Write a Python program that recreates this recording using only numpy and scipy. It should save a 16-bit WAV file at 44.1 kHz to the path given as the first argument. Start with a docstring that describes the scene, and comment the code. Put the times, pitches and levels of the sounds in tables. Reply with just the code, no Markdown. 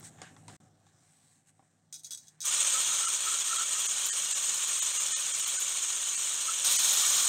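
"""In a quiet kitchen with a low hum, things knock on the counter and cloth and cable rustle.
A hand blender is picked up: its whisk wires tick on a plastic beaker and ring, and the switch clicks.
The motor runs up: a rotor hums, gears rattle in the housing and the whisk slaps the wall and throws spray.
Now and then the air in the beaker hoots, as a narrow band of noise. There are brief dropouts in the sound,
in all but the strong hiss and a few narrow bands. Near the end one hears it from above the open beaker."""
import sys
import numpy as np
from scipy import signal
from scipy.fft import rfft, irfft, next_fast_len
from scipy.io import wavfile

SR = 44100
rng = np.random.default_rng(int(sys.argv[2]) if len(sys.argv) > 2 else 0)


def master(y):
    """Save y as 16-bit WAV."""
    cut = np.clip(np.atleast_2d(y).T, -1, 1)
    pcm = np.round(cut * 32767)  # scale
    wavfile.write(sys.argv[1], SR, pcm.astype(np.int16))


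def makeup_ratio(level_db):
    """Linear amplitude ratio for a level in decibels (20 dB per factor of ten)."""
    decades = np.asarray(level_db, float) / 20
    return 10 ** decades


N = 321048
TIME_S = np.arange(N) / SR
START_S = 2.438   # the motor starts
NEAR_S = 6.645    # from here the blender is heard from above the open beaker
NEAR = TIME_S >= NEAR_S

# How fast the rotor turns. Each row: time in seconds, turns per second before a slight wobble.
ROTOR = [(2.45, 140), (2.54, 153), (2.61, 183), (2.8, 195), (3.5, 195), (5, 187), (6.62, 194.5),
         (6.66, 200), (7.28, 194.5)]


def motor():
    """The rotor drives gears and whisk, so rotor hum, rattle and spray follow one effort and one beat."""
    turns = in_time(ROTOR)[0]
    rotor_phase = 2 * np.pi * np.cumsum(turns * (1 + 0.0058 * drift(21))) / SR
    rattle_db = roar_db()
    beat_db = beating(rotor_phase)
    hum = rotor_hum(turns, rotor_phase, rattle_db)
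    rattle = makeup_ratio(rattle_db) * gear_rattle(beat_db)
    return hum + rattle + spray(beat_db, rattle_db) + beaker(rattle_db)


# Effort of the motor, as gear rattle heard from the side. Each row: time in seconds, base level in dB.
EFFORT = [(2.43, -26.5), (2.9, -28.5), (3.4, -29.5), (3.9, -30.5), (4.6, -30.5), (5.2, -30.5), (5.65, -32),
          (6.0, -32), (6.64, -31), (7.28, -32.5)]
# The hand moves the blender and the roar slumps or swells.
# Each row: time in seconds, change in dB, half width in seconds.
STROKES = [(3.19, -2.5, 0.04), (3.435, -5, 0.009), (3.66, -3, 0.032), (5.2, -1, 0.071), (6.82, -1, 0.02),
           (7.12, -0.5, 0.038), (7.19, 1, .03)]


def roar_db():
    """Level of the gear rattle: the gears bite at once, then gain the last dB with speed."""
    bite_db, bite_s = -8.5, 0.014
    spin_up_db, spin_up_s = -5, 0.073
    near_gain_db = 6.5   # what the open top adds
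    running_s = np.maximum(TIME_S - START_S, 0)
    db = in_time(EFFORT)[0]
    db = db + bite_db * np.exp(-running_s / bite_s) + spin_up_db * np.exp(-running_s / spin_up_s)
    for at, change_db, half_s in STROKES:
        db = db + change_db * np.exp(-((TIME_S - at) / half_s) ** 2)
    return np.where(TIME_S < START_S, -140, db + near_gain_db * NEAR)


def beating(rotor_phase):
    """Ups and downs of the roar in dB, once a turn of the rotor and of the whisk, plus chance."""
    whisk_turns_per_s = 15.3
    whisk_phase = 2 * np.pi * np.cumsum(whisk_turns_per_s * (1 + .05 * drift(2.5))) / SR
    beat_db = 1.04 * np.sin(whisk_phase) + 0.87 * np.sin(rotor_phase) + 0.83 * drift(71)
    return beat_db * np.where(NEAR, .6, 1)   # from above the roar is steadier


# Colour of the gear rattle. Each row: pitch in Hz, relative level in dB per Hz.
RATTLE_COLOUR = [(24, -89), (40, -68), (160, -33), (193, -29), (295, -31.5), (391, -24.5), (556, -22.5),
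                 (640, -24.5), (1150, -11), (2030, -17.5), (3240, -5), (4720, -16.5), (6870, -1.5),
                 (8490, -2), (11000, -30), (14300, -33), (22000, -120)]
# Resonances of the housing. Each row: centre in Hz, width in Hz, lift in dB.
HOUSING = [(401, 44, 6.5), (565, 83, 8.5), (1840, 82, 6), (2270, 190, 4.5), (2840, 10, 6), (3460, 460, 1),
           (4190, 180, 6), (5290, 150, -0.5), (6480, 255, 5.5), (6974, 320, 4.5), (7680, 540, -4),
           (8160, 290, 4.5), (8790, 170, 3.5)]
# Further lifts and cuts heard from above. Each row: centre in Hz, width in Hz, lift in dB.
NEAR_LIFTS = [(3900, 780, 5.5), (2800, 280, -4.5), (5100, 1400, 7), (1150, 410, -1), (760, 220, 5),
              (110.1, 80, 11)]


def gear_rattle(beat_db):
    """Gear teeth clatter as many random clicks and a hiss, which the housing colours; wires join in."""
    wires_db, chatter_db = -7.0, -3   # against the clatter of the teeth
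    teeth = (rms_one(grains(6000, 2.46)) + 0.65 * rng.standard_normal(N)) * makeup_ratio(beat_db)
    side = colour(teeth, RATTLE_COLOUR, HOUSING)
    above = colour(teeth, RATTLE_COLOUR, HOUSING + NEAR_LIFTS)
    rattle = patchy(np.where(NEAR, above, side), 0.68, 10.0)
    return rms_one(rattle + makeup_ratio(wires_db) * spinning_wires() + makeup_ratio(chatter_db) * chatter(beat_db))


def chatter(beat_db):
    """Loose parts of the gearbox knock unevenly; each knock rings briefly at one of many pitches."""
    pitch_count, t60_s = 110, .045
    knocks = grains(2500, 2.53) * makeup_ratio(beat_db)
    dealt = rng.integers(0, pitch_count, N)   # which pitch a knock gets
    pitches = np.geomspace(700, 9500, pitch_count) * rng.uniform(.99, 1.01, pitch_count)
    rings = np.zeros(N)
    for k, hz in enumerate(pitches):
        rings += rms_one(ring(knocks * (dealt == k), hz, t60_s)) * np.sqrt(hz)
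    return colour(rings, RATTLE_COLOUR, HOUSING)


# Multiples of the rotor's turning. Each row: multiple, relative level in dB.
ROTOR_ORDERS = [(1, 0), (2, -5.5), (3, -17)]


def rotor_hum(turns, rotor_phase, rattle_db):
    """The turning rotor hums at its speed and multiples of it, weaker while it is slow."""
    against_rattle_db, full_turns_per_s, db_per_octave = -39, 170, 6
    slowness = np.log2(np.minimum(turns / full_turns_per_s, 1))
    hum_db = rattle_db + against_rattle_db + db_per_octave * slowness
    hum = np.zeros(N)
    for multiple, db in ROTOR_ORDERS:
        hum += makeup_ratio(hum_db + db + 2.0 * drift(6.3)) * np.sin(multiple * rotor_phase)
    return hum


# Colour of the spray. Each row: pitch in Hz, relative level in dB per Hz.
SPLASH_COLOUR = [(5600, -29), (9500, 4), (10600, -5.5), (11700, 1.5), (12800, -2), (14000, -4), (15500, -1),
                 (16000, -26)]
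# The whisk slaps the wall and throws spray. Each row: time in seconds, relative strength in dB.
SLAPS = [(2.4523, -25), (2.5168, -33), (2.7, -40), (2.76, -38), (3.084, -39), (3.25, -32), (3.4565, -41),
         (3.7997, -32), (3.8551, -29), (4.0608, -26), (4.1564, -38), (4.4564, -32), (4.5437, -29),
         (4.6792, -33), (4.7875, -28.5), (4.827, -32), (4.9278, -36), (4.9992, -38), (5.0639, -43),
         (5.3888, -30), (5.4726, -28), (5.5978, -31), (5.7353, -38), (6.6454, -28), (6.7003, -25),
         (6.7596, -24), (6.8355, -23), (6.8839, -23), (6.9298, -22), (7.0171, -24), (7.1607, -24),
         (7.247, -39)]


def spray(beat_db, rattle_db):
    """Fine drops are random clicks with a bright colour: a steady part, and a dying burst per slap."""
    steady_db, near_steady_db, slap_db = -20, 6.5, -10.5   # steady part is against the rattle
    drops = grains(5000, 2.4) * makeup_ratio(1.3 * beat_db + 1.0 * drift(25))
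    drops = colour(drops, SPLASH_COLOUR)
    steady = makeup_ratio(rattle_db + steady_db + near_steady_db * NEAR)
    bursts = makeup_ratio(slap_db) * fading(SLAPS, [.1] * len(SLAPS))
    return drops * np.hypot(steady, bursts)


# The air in the beaker hoots. Each row: time of the peak in seconds, level in dB,
# seconds to fade by 10 dB (the sign does not matter, 0 is silent), pitch in Hz.
HOOTS = [(2.48, -51, 0.04, 1220), (2.56, -59, 0.8, 1247), (2.63, -56, 0.03, 1267),
         (2.77, -38.5, 0.03, 1300), (2.92, -45.5, .05, 1320), (3.03, -40, 0.04, 1336),
         (3.09, -44.5, .03, 1331), (3.235, -43, 0, 1335), (3.282, -34, 0.018, 1336),
         (3.33, -43.5, 0.04, 1326), (3.53, -40, 0.04, 1337), (3.585, -36.5, 0.05, 1337),
         (3.76, -52, -0.1, 1263), (6.495, -38, 0.02, 1317), (7.0, -49, 0.05, 1100), (7.04, -41, .025, 1200),
         (7.189, -46.5, 0.13, 1150)]


def beaker(rattle_db):
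    """The air column sounds when the whisk stirs it: noise in a narrow band that slides with the tilt."""
    murmur_db = -36.5   # steady sound against the rattle
    at, peak_db, fade_s, hz = np.transpose(HOOTS)
    centre = 2 * np.pi * np.cumsum(np.interp(TIME_S, at, hz)) / SR
    hoot = drift(62) * np.cos(centre) + drift(62) * np.sin(centre)
    swell = (TIME_S >= START_S) * swells(at, peak_db, fade_s, 0.87)
    return np.hypot(makeup_ratio(rattle_db + murmur_db), swell) * hoot


# Brief dropouts in the sound, in all but the strong hiss and a few narrow bands.
# Each row: time in seconds, length in seconds, depth in dB.
DROPOUTS = [(3.067, 0.023, -10), (3.574, 0.016, -7), (3.878, 0.017, -20), (4.114, 0.03, -15),
            (4.34, 0.016, -14), (4.81, .02, -19), (4.988, 0.019, -10), (5.145, 0.03, -52),
            (5.329, 0.016, -9.5), (5.416, 0.017, -8), (5.455, 0.013, -13), (5.581, .016, -11),
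            (6.163, .02, -11), (6.778, .02, -17)]


def with_dropouts(x):
    """Brief dropouts that spare the strong hiss and a few narrow bands, other ones each time."""
    strand_width_hz, strand_share, strand_lift_db = 110, .16, 4
    spared = band(x, 5900, 9400)
    rest, size = x - spared, 4096
    out = rest.copy()
    hz = np.arange(size // 2 + 1) * SR / size
    slot = np.minimum((hz / strand_width_hz).astype(int), 399)
    for (at, length_s, db), draw in zip(DROPOUTS, rng.random((len(DROPOUTS), 400))):
        i = round(at * SR) - size // 2
        from_middle = np.arange(size) - size // 2
        dip = makeup_ratio(db * np.exp(-(from_middle / (.5 * length_s * SR)) ** 4))
        kept = (draw[slot] < strand_share) & (hz > 1100) & (hz < 5600)
        strands = makeup_ratio(strand_lift_db) * irfft(rfft(rest[i:i + size]) * kept)
        out[i:i + size] = out[i:i + size] * dip + strands * np.sqrt(1 - dip ** 2)
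    return spared + out


# Ringing of the whisk wires. Each row: pitch in Hz, relative level in dB,
# longest time in seconds to die by 60 dB.
WIRES = [(1451, -18.5, 0.15), (2410, -27.5, 0.13), (3405, -11.5, 0.12), (3876, -8.5, 0.094),
         (4380, -12.5, 0.045), (4590, -17.5, 0.13), (5175, -9.5, 0.076), (5990, -4.5, 0.09),
         (6140, -8, .14), (6520, -3.5, 0.086), (6920, -5, 0.077), (7900, -11, .12), (8000, -5, .12),
         (8450, -3.5, .12), (8880, -4, 0.086), (11550, -10, 0.03)]


def spinning_wires():
    """Wires are grazed at random and ring, each touch at one wire's pitch or a little off it."""
    touches = grains(2900, 2.1)
    dealt = rng.integers(0, 5 * len(WIRES), N)   # which wire and pitch a touch gets
    out = np.zeros(N)
    for k, (hz, level_db, t60) in enumerate(WIRES):
        for j, detune in enumerate((.96, .98, 1.0, 1.02, 1.04)):
            mine = touches * (dealt == 5 * k + j)
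            out += makeup_ratio(level_db) * ring(mine, hz * detune, min(t60, 530.0 / hz))
    return rms_one(low(out, 10200, order=4))


# Whisk wires on the beaker, then the switch and the jolt of the start.
# Each row: time in seconds, relative strength in dB, seconds for the jingle to die by 60 dB.
TICKS = [(1.926, -25.5, 0.07), (1.941, -27, 0.12), (1.954, -34, 0.22), (1.994, -40, 0.091),
         (2.0344, -38.5, 0.11), (2.0454, -28.5, 0.15), (2.066, -34, 0.1), (2.1075, -24, 0.073),
         (2.116, -25.5, 0.058), (2.122, -25.5, 0.093), (2.133, -26.5, 0.079), (2.147, -27, 0.06),
         (2.174, -30.5, 0.067), (2.184, -40.5, 0.35), (2.271, -42, 0.03), (2.282, -37, 0.063),
         (2.4044, -26.5, 0.11), (2.4146, -23, 0.11), (2.427, -25, 0.093), (2.454, -16, 0.055)]
# Colour of the fine jingle. Each row: pitch in Hz, relative level in dB per Hz.
TICK_COLOUR = [(530, -77), (900, -50), (1450, -16), (2830, -21), (3860, -20), (4350, -8), (6370, -1.5),
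               (7530, -11), (8690, -20), (9910, -15.5), (15600, -19)]


def whisk_ticks():
    """The loose wires jingle on after each touch; thin wires give no bass."""
    fine = patchy(colour(grains(5000, 2.0), TICK_COLOUR), 2.0, 25.0)
    jingle = rms_one(spinning_wires() + .7 * fine)
    jingle_t60 = [row[2] for row in TICKS]
    return high(blows(TICKS, jingle_t60, WIRES, 550.0, -19.5, jingle, -14.0), 2600)


# Knocks on the counter. Each row: time in seconds, relative strength in dB,
# treble limit of the contact in Hz (lower is softer), seconds for the tail to die by 60 dB.
KNOCKS = [(.028, -41, 4500, .15), (.186, -37.5, 2500, 0.41), (.217, -26.5, 12000, 0.14),
          (.234, -42, 2500, .1), (0.365, -39, 3940, 0.057), (.481, -31.5, 12000, 0.22),
          (.866, -50, 8000, 0.17), (1.593, -41.5, 1400, 0.11), (1.625, -49, 1400, .15)]
# Ringing of the counter. Each row: pitch in Hz before a random shift, relative level in dB,
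# longest time in seconds to die by 60 dB.
COUNTER = [(278, -15, .06), (796, -9, 0.1), (1100, -10, 0.057), (1870, -12, 0.03), (2420, -30, 0.036),
           (3470, -6, .02), (6800, 0, .02), (8250, -6, .02)]


def counter():
    """Knocks crack, ring and leave a short tail; each lands elsewhere, so the pitches shift."""
    noise = colour(rng.standard_normal(N),
                   [(60, -44.5), (200, -3), (800, 1.0), (3500, -4.5), (9000, -1), (12000, -48)])
    out = np.zeros(N)
    for row, shift in zip(KNOCKS, rng.standard_normal((len(KNOCKS), len(COUNTER)))):
        modes = [(hz * (1 + .07 * k), db, t60) for (hz, db, t60), k in zip(COUNTER, shift)]
        crack = makeup_ratio(-15.0) * fading([row], [.012]) * noise
        knock = blows([row], [row[3]], modes, 52.0, -10.0, noise, -20.0)
        out += low(knock + crack, row[2])   # a soft contact loses the treble
    return out


# Level of the background hum: a short bump near 0.5 s, then lower, and lower still while the motor runs.
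# Each row: time in seconds, base level of the hum in dB.
BACKGROUND = [(0, -55), (.47, -57), (.495, -50.5), (.6, -58), (.72, -65.5), (.9, -68), (1.4, -72),
              (2.4, -70.5), (2.6, -82), (7.28, -82.5)]
# Colour of the rumble. Each row: pitch in Hz, relative level in dB per Hz.
HUM_COLOUR = [(18, -49), (30, -26), (49, -45), (84, -4), (123, 1.5), (299, -5), (433, -13.5), (748, -11),
              (1010, -21.5), (1400, -17.5), (1820, -56), (3080, -120)]
# Bump in the rumble. Each row: centre in Hz, width in Hz, lift in dB.
HUM_LINES = [(765, 100, 6.5)]
# Steady tones of the hum. Each row: pitch in Hz, height in dB over the rumble, before both waver.
HUM_TONES = [(101, -3.5), (156.4, -1), (194, -14), (47.8, -23)]
# Colour of the rustle. Each row: pitch in Hz, relative level in dB per Hz.
RUSTLE_COLOUR = [(530, -44), (900, -11), (1170, -4), (1300, -12), (1610, -0.5), (2570, -12), (4040, -10.5),
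                 (4900, -18), (5900, -13), (8340, -9), (10300, -27.5), (15500, -34)]
# Cloth and cable rustle as the cook moves. Each row: time of the peak in seconds, bright part in dB,
# dull part in dB, seconds to fade by 10 dB (the sign does not matter, 0 is silent).
RUSTLES = [(.005, -57, -57.5, 0.01), (.06, -49.5, -59, 0.03), (.26, -73, -57, -0.05), (.42, -78, -76, -0.3),
           (.5, -63, -58, 0.0052), (.55, -61, -63, -0.04), (.64, -89, -82, -0.8), (.89, -74, -75, -0.03),
           (1.02, -73.5, -79, 0.17), (1.19, -69, -78.5, -0.15), (1.32, -68.5, -79, 0.1),
           (1.49, -63.5, -71, 0.02), (1.61, -77, -83, 0.15), (1.76, -83, -84.5, -0.7), (2.07, -80, -72, 0),
           (2.13, -78, -71, .04), (2.25, -66, -80, 0.09), (2.34, -80, -75, .035), (2.42, -85, -68.5, 0.03)]


def kitchen():
    """A low appliance hum over rumble, and a rustle of cloth and cable made of tiny clicks."""
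    still_dull_db, still_bright_db = -19, -11.5   # faint steady rustle, against the hum
    near_hum_db = 9.5                             # the hum is louder in the view from above
    hum_db = in_time(BACKGROUND)[0] + near_hum_db * NEAR
    hum = patchy(colour(rng.standard_normal(N), HUM_COLOUR, HUM_LINES), 1.7, 15.0)
    for hz, db in HUM_TONES:
        height = makeup_ratio(db + 2.3 * drift(2.6))
        hum = hum + height * np.sin(2 * np.pi * np.cumsum(hz * (1 + 0.0138 * drift(8.8))) / SR)
    rustle = patchy(colour(grains(3500, 1.5), RUSTLE_COLOUR), 2.1, 3.3)
    dull = signal.sosfiltfilt(signal.butter(2, 5000, fs=SR, output="sos"), rustle)
    bright = rustle - dull
    at, bright_db, dull_db, fade_s = np.transpose(RUSTLES)
    dull_gain = np.hypot(makeup_ratio(hum_db + still_dull_db), swells(at, dull_db, fade_s, 1.35))
    bright_gain = np.hypot(makeup_ratio(hum_db + still_bright_db), swells(at, bright_db, fade_s, 1.35))
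    return makeup_ratio(hum_db) * rms_one(hum) + dull_gain * rms_one(dull) + bright_gain * rms_one(bright)


def blows(events, t60, modes, cycles, ring_db, noise, noise_db):
    """Each blow strikes every mode anew, with its own strength, sign and delay, and leaves a dying rattle."""
    at = np.array([round(row[0] * SR) for row in events])
    strength_db = np.array([row[1] for row in events])
    chance = rng.standard_normal((len(events), 2, len(modes)))
    out = np.zeros(N)
    for k, (hz, level_db, mode_t60) in enumerate(modes):
        uneven_db, delay = 3.7 * chance[:, 0, k], chance[:, 1, k]
        late = (abs(delay) * .001 * SR).astype(int)
        clicks = np.zeros(N)
        clicks[at + late] = np.sign(delay) * makeup_ratio(strength_db + level_db + ring_db + uneven_db)
        out += ring(clicks, hz, min(mode_t60, cycles / hz))
    return out + makeup_ratio(noise_db) * fading(events, t60) * noise


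def ring(clicks, hz, t60):
    """A unit click sets a sine of starting height 1 ringing, which dies by 60 dB in t60 seconds."""
    r, w = makeup_ratio(-60 / (t60 * SR)), 2 * np.pi * hz / SR
    return signal.lfilter([0, np.sin(w)], [1, -2 * r * np.cos(w), r * r], clicks + 1e-18)


def grains(per_s, spread_db):
    """Random clicks of uneven size and either sign."""
    sizes = makeup_ratio(spread_db * np.minimum(rng.exponential(1, N), 5)) * rng.choice([-1, 1], N)
    return sizes * (rng.random(N) < per_s / SR)


def fading(events, t60):
    """Envelope that jumps at each event and dies away; powers add."""
    power = np.zeros(N)
    for row, fade in zip(events, t60):
        i = round(row[0] * SR)
        power[i:] += makeup_ratio(2 * (row[1] - 60 * np.arange(N - i) / (SR * fade)))
    return np.sqrt(power)


def swells(at, peak_db, fade_s, rise):
    """Rounded swells that climb to a peak and fall; rise is rise time over fade time; powers add."""
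    late = np.arange(0, N, 20)[:, None] / SR - np.array(at)   # every 20th sample is enough
    db = np.array(peak_db) - 10 * (np.maximum(late, -late / rise) / np.array(fade_s)) ** 2
    return np.interp(np.arange(N) / 20, np.arange(len(db)), np.sqrt(makeup_ratio(2 * db).sum(axis=1)))


def colour(x, spectrum, lifts=()):
    """Shapes x by a spectrum plus bell-shaped resonances; rms 1."""
    size = next_fast_len(N)
    hz = np.maximum(np.arange(size // 2 + 1) * SR / size, 1)
    points_hz, points_db = np.transpose(spectrum)
    db = np.interp(np.log(hz), np.log(points_hz), points_db)
    for centre_hz, width_hz, lift_db in lifts:
        db = db + lift_db / (1 + (2 * (hz - centre_hz) / width_hz) ** 2)
    return rms_one(irfft(rfft(x, size) * makeup_ratio(db), size)[:N])


def patchy(x, patchy_db, rate):
    """Third-octave bands flicker in six groups, so that neighbours differ; rms 1."""
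    edges = 60 * 2 ** np.arange(0, 8.4, 1 / 3)
    size = next_fast_len(N)
    bins = rfft(x, size)
    group = np.searchsorted(edges, np.arange(len(bins)) * SR / size) % 6
    out = np.zeros(N)
    for k in range(6):
        out += irfft(bins * (group == k), size)[:N] * makeup_ratio(patchy_db * drift(rate))
    return rms_one(out)


def drift(rate):
    """Slow chance: noise at every 20th sample, smoothed twice below about rate in Hz; spread 1."""
    r = np.exp(-40 * np.pi * rate / SR)
    noise = rng.standard_normal(N // 20 + 4002)
    slow = signal.lfilter([1], [1, -2 * r, r * r], noise)[4000:]   # skips the settling
    return np.interp(np.arange(N) / 20, np.arange(len(slow)), rms_one(slow))


def in_time(rows):
    """Table columns as curves, one value a sample."""
    s, *columns = np.transpose(rows)
    return [np.interp(TIME_S, s, c) for c in columns]


def rms_one(x):
    """Scales to rms 1."""
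    return x / np.sqrt(np.mean(x ** 2) + 1e-20)


def low(x, hz, order=2):
    """Low-pass."""
    return signal.sosfilt(signal.butter(order, min(hz, .45 * SR), fs=SR, output="sos"), x)


def high(x, hz):
    """High-pass."""
    return signal.sosfilt(signal.butter(2, hz, "high", fs=SR, output="sos"), x)


def band(x, low_hz, high_hz):
    """Steep band without delay."""
    edges = [low_hz, min(high_hz, .45 * SR)]
    return signal.sosfiltfilt(signal.butter(5, edges, "band", fs=SR, output="sos"), x)


# The sound is nearly muted for a moment: its start and its end in seconds.
MUTE_S = (0.568, 0.6)


def scene():
    """All sources, with the short mute; before it everything is half a dB lower."""
    sound = with_dropouts(high(motor(), 69)) + whisk_ticks() + counter() + kitchen()
    start_s, end_s = MUTE_S
    gate_db = np.interp(TIME_S, [start_s - .002, start_s, end_s, end_s + .002], [-0.5, -35, -35, 0])
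    return (sound * makeup_ratio(gate_db))[None]


def band_limit(x):
    """A steep low-pass at the top of the band."""
    return signal.sosfilt(signal.butter(12, 16780, fs=SR, output="sos"), x)


def record(dry):
    """Cuts the top off sharply."""
    cutoff_hz = 15860
    bins = rfft(dry)
    hz = np.arange(bins.shape[-1]) * SR / N
    mix = irfft(bins * (hz < cutoff_hz), N)
    return band_limit(mix)


dry = scene()
out = record(dry)
master(out)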